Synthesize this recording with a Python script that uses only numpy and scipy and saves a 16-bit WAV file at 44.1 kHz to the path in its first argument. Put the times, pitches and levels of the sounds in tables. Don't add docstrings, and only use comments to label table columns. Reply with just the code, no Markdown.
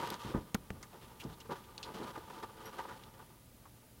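import sys
import numpy as np
from scipy import signal
from scipy.fft import rfft, irfft
from scipy.io import wavfile
from scipy.ndimage import uniform_filter1d

SR = 44100
rng = np.random.default_rng(int(sys.argv[2]) if len(sys.argv) > 2 else 0)


def dump_mix(stems):
    frames = np.atleast_2d(stems).T
    limited = np.clip(frames, -1, 1)
    pcm = np.round(limited * 32767).astype(np.int16)
    wavfile.write(sys.argv[1], SR, pcm)


N = 176400
T = np.arange(N) / SR


def undb(db):
    return 10 ** (np.asarray(db) / 20)


def unit(x):
    return x / np.sqrt(np.mean(x ** 2))


def peak(x, db):
    return x * undb(db) / np.abs(x).max()


def band(x, hz, width_hz):
    return signal.lfilter(*signal.iirpeak(hz, hz / width_hz, fs=SR), x)


def colour(x, spectrum):
    hz, db = np.array(spectrum).T
    bins_hz = np.maximum(np.arange(N // 2 + 1) * SR / N, 1)
    gain = undb(np.interp(np.log(bins_hz), np.log(hz), db))
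    return unit(irfft(rfft(x) * gain, N))


def fade(start_s, t60_s):
    return (T >= start_s) * np.exp(-np.minimum(np.log(1000) * np.abs(T - start_s) / t60_s, 60))


def ring(start_s, hz, t60_s):
    return fade(start_s, t60_s) * np.sin(2 * np.pi * hz * (T - start_s))


def stroke(start_s, length_s, rise_share=0.23):
    corners_s = [start_s, start_s + length_s * rise_share, start_s + length_s]
    return np.sqrt(np.interp(T, corners_s, [0, 1, 0]))


def wander(per_s):
    hold = int(SR / per_s)
    steps = np.repeat(rng.standard_normal(N // hold + 1), hold)
    return unit(uniform_filter1d(steps, hold)[:N])


def grains(per_s=2600, spread_db=1):
    hits = rng.random(N) < per_s / SR
    size_db = spread_db * np.minimum(rng.exponential(size=N), 5)
    sign = rng.choice([-1, 1], N)
    return unit(hits * sign * undb(size_db))


def tank(x, shift_s=1, top_hz=1960):
    # centre in Hz, width in Hz, gain in dB at 0 s, gain in dB from shift_s on.
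    resonances = [(453, 24, 3.5, 7.5), (536.7, 33, 6, 7), (776, 90, -8, -2.5), (886, 42.5, 4, 11),
                  (954.4, 61, 11.5, 8.5), (1176, 56, 9, 9), (1437, 52, -2, -0.5), (1740, 110, -10, -15)]
    hollow = sum(undb(np.interp(T, [0, shift_s], gains_db)) * band(x, hz, width_hz)
                 for hz, width_hz, *gains_db in resonances)
    return signal.sosfilt(signal.butter(4, top_hz, fs=SR, output="sos"), hollow)


def sand():
    # time in seconds, level in dB.
    drag_levels = [(0, -44.5), (.13, -46), (.19, -52), (.36, -53.5), (.43, -62.5), (.68, -66), (.9, -65.5),
                   (1.12, -60.5), (1.46, -62.5), (1.58, -54.5), (1.72, -64.5), (1.86, -53.5), (2.04, -51),
                   (2.26, -59.5), (2.4, -53.5), (2.52, -58), (2.74, -54.5), (2.88, -51.5), (3.03, -59),
                   (3.19, -62), (3.4, -73), (4, -72.5)]
    # start in seconds, length in seconds, then floor boom, tank rustle and dry grit in dB.
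    foot_strokes = [(-.008, 0.019, -36, -34.5, -49), (0.023, 0.034, -45, -39, -54),
                    (0.071, 0.013, -62, -41.5, -47.5), (0.189, 0.14, -75, -50.5, -53.5),
                    (0.242, 0.067, -52, -50.5, -73), (0.29, 0.048, -43.5, -67, -57),
                    (0.336, 0.055, -41.5, -43, -80), (0.931, 0.033, -48.5, -80, -69),
                    (1.01, 0.06, -59.5, -63, -62), (1.23, 0.022, -53, -54, -60),
                    (1.491, 0.017, -41, -47, -82), (1.504, 0.039, -40, -41.5, -54),
                    (1.885, 0.048, -49, -70, -79), (1.937, 0.042, -42.5, -56, -54),
                    (1.995, 0.065, -42.5, -50, -79), (2.062, 0.059, -50, -46.5, -56),
                    (2.151, 0.021, -76, -42.5, -59), (2.174, 0.021, -43, -51, -62),
                    (2.298, 0.018, -55.5, -47.5, -58), (2.424, 0.032, -46.5, -42, -55),
                    (2.655, 0.028, -75, -48, -57), (2.781, 0.036, -51.5, -38.5, -54.5),
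                    (2.852, 0.0066, -46, -42, -78), (2.879, 0.057, -72, -46.5, -70),
                    (3.189, 0.025, -57.5, -53.5, -67)]
    # frequency in Hz, relative level in dB.
    boom_spectrum = [(30, -32), (90, -8), (160, -4), (222, -2), (275, -8.5), (340, 0.5), (450, -3.5),
                     (660, -11), (1200, -12), (4000, -53)]
    grit_spectrum = [(700, -25), (1800, -4.5), (2450, -4.5), (3100, 0), (5200, -8), (8000, -15),
                     (12000, -16), (16000, -27)]
    jerk_db = 2.5 * wander(per_s=51)
    drag = undb(np.interp(T, *np.array(drag_levels).T) + jerk_db)
    power = np.outer(undb([-4.5, 0, -8.5]), drag) ** 2
    for start_s, length_s, *levels_db in foot_strokes:
        power += np.outer(undb(levels_db), stroke(start_s, length_s)) ** 2
    boom_gain, rustle_gain, grit_gain = np.sqrt(power)
    shifting = grains()
    rustle = tank(shifting * rustle_gain) / np.std(tank(shifting))
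    flicks = undb(-19.5) * drag * colour(grains(per_s=40), grit_spectrum)
    boom = boom_gain * colour(grains(), boom_spectrum)
    grit = grit_gain * colour(grains(per_s=1800, spread_db=0.7), grit_spectrum)
    return boom + rustle + flicks + grit


def background(hum_hz=117.1):
    # frequency in Hz, relative level in dB.
    hiss_spectrum = [(20, -4), (50, -2), (90, -3), (170, -7), (230, -6.5), (330, -14), (650, -17),
                     (920, -27.5), (2000, -25.5), (7000, -29), (15500, -26)]
    hiss = undb(-59) * colour(rng.standard_normal(N), hiss_spectrum)
    hum = undb(-67) * unit(np.sin(2 * np.pi * hum_hz * T))
    whine = undb(-76.5) * unit(band(rng.standard_normal(N), hz=10700, width_hz=110))
    return hiss + hum + whine


def claw_ticks(width_share=0.7):
    # start in seconds, peak in dB, centre in Hz, chatter t60 in seconds.
    ticks = [(0.103, -29.5, 3640, 0.012), (0.1033, -29.5, 12200, 0.015), (0.1422, -33, 4500, 0.014),
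             (0.5451, -26.5, 2700, 0.011), (0.5454, -25, 6400, 0.005), (0.5485, -22.5, 11700, 0.006),
             (0.5486, -27, 1120, 0.028), (.7042, -30.5, 1940, 0.0023), (0.8283, -38, 6200, 0.054),
             (0.83, -42, 1400, 0.074), (1.239, -42, 5400, 0.024), (1.403, -44, 5200, 0.05),
             (1.7795, -32.5, 4100, 0.023), (1.8296, -32.5, 3730, 0.083), (2.841, -52, 3600, 0.016),
             (3.0365, -44, 3350, 0.025), (3.655, -48, 1010, 0.095)]
    out = 0
    for start_s, peak_db, hz, t60_s in ticks:
        contact = signal.unit_impulse(N, int(start_s * SR))
        chatter = undb(-12.5) * rng.standard_normal(N) * fade(start_s, t60_s)
        snap = undb(-9) * contact
        hit = band(contact + chatter, hz, hz * width_share) + snap
        out += peak(band(hit, hz, hz * width_share), peak_db)
    return out


def floor_rumble(start_s, t60_s, hz=66, width_hz=204):
    shake = band(rng.standard_normal(N), hz, width_hz)
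    return unit(band(shake, hz, width_hz)) * fade(start_s, t60_s)


def body_thuds():
    # start in seconds, ring peak in dB, decay time factor, rumble level in dB.
    landings = [(0.249, -34, 2.1, -46), (.348, -19, 1.9, -37.5), (1.2495, -31, 1.54, -38.5)]
    # frequency in Hz, relative level in dB, base t60 in seconds.
    floor_modes = [(57, -7, 0.088), (132, -5, 0.075), (205.4, -0.5, 0.07), (251, 3, 0.038),
                   (319.6, -5.5, 0.093)]
    out = 0
    for start_s, peak_db, stretch, rumble_db in landings:
        ringing = sum(undb(db) * ring(start_s, hz, t60_s * stretch) for hz, db, t60_s in floor_modes)
        out += peak(ringing, peak_db)
        out += undb(rumble_db) * floor_rumble(start_s, t60_s=0.19 * stretch)
    return out


def knocks(upper_hz=434):
    # start in seconds, peak in dB, lower mode in Hz, t60 in seconds, rumble level in dB.
    blows = [(0.5466, -20.5, 211, 0.04, -48), (0.7056, -27.5, 195, 0.028, -45)]
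    out = 0
    for start_s, peak_db, hz, t60_s, rumble_db in blows:
        clatter = unit(band(rng.standard_normal(N), upper_hz, width_hz=720)) * fade(start_s, t60_s)
        modes = ring(start_s, hz, t60_s) + undb(-11.5) * ring(start_s, upper_hz, t60_s)
        out += peak(modes + undb(-16.5) * clatter, peak_db)
        out += undb(rumble_db) * floor_rumble(start_s, t60_s=0.52)
    return out


def claw_scratches(width_share=0.22):
    # start in seconds, length in seconds, level in dB, centre in Hz.
    slides = [(1.196, 0.033, -48.5, 2700), (1.324, 0.028, -60.5, 3600), (1.403, 0.018, -55.5, 3050),
              (1.634, 0.027, -60.5, 2930), (2.028, 0.022, -57, 3900)]
    out = 0
    for start_s, length_s, db, hz in slides:
        rub = grains()
        scrape = unit(band(rub, hz, hz * width_share)) + undb(-7.5) * rub
        out += undb(db) * unit(scrape) * stroke(start_s, length_s)
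    return out


def glass_tap(start_s=2.656):
    lower = undb(-53) * ring(start_s, hz=5728, t60_s=0.16)
    upper = undb(-52) * ring(start_s, hz=11530, t60_s=0.09)
    return lower + upper


def scene():
    lizards = sand() + body_thuds() + knocks() + claw_ticks() + claw_scratches()
    return (lizards + glass_tap() + background())[None]


def record(dry, low_cut_hz=36, top_hz=15900):
    thinned = signal.sosfilt(signal.butter(2, low_cut_hz, "high", fs=SR, output="sos"), dry)
    return signal.sosfilt(signal.ellip(10, .2, 60, top_hz, fs=SR, output="sos"), thinned)


dry = scene()
out = record(dry)
dump_mix(out)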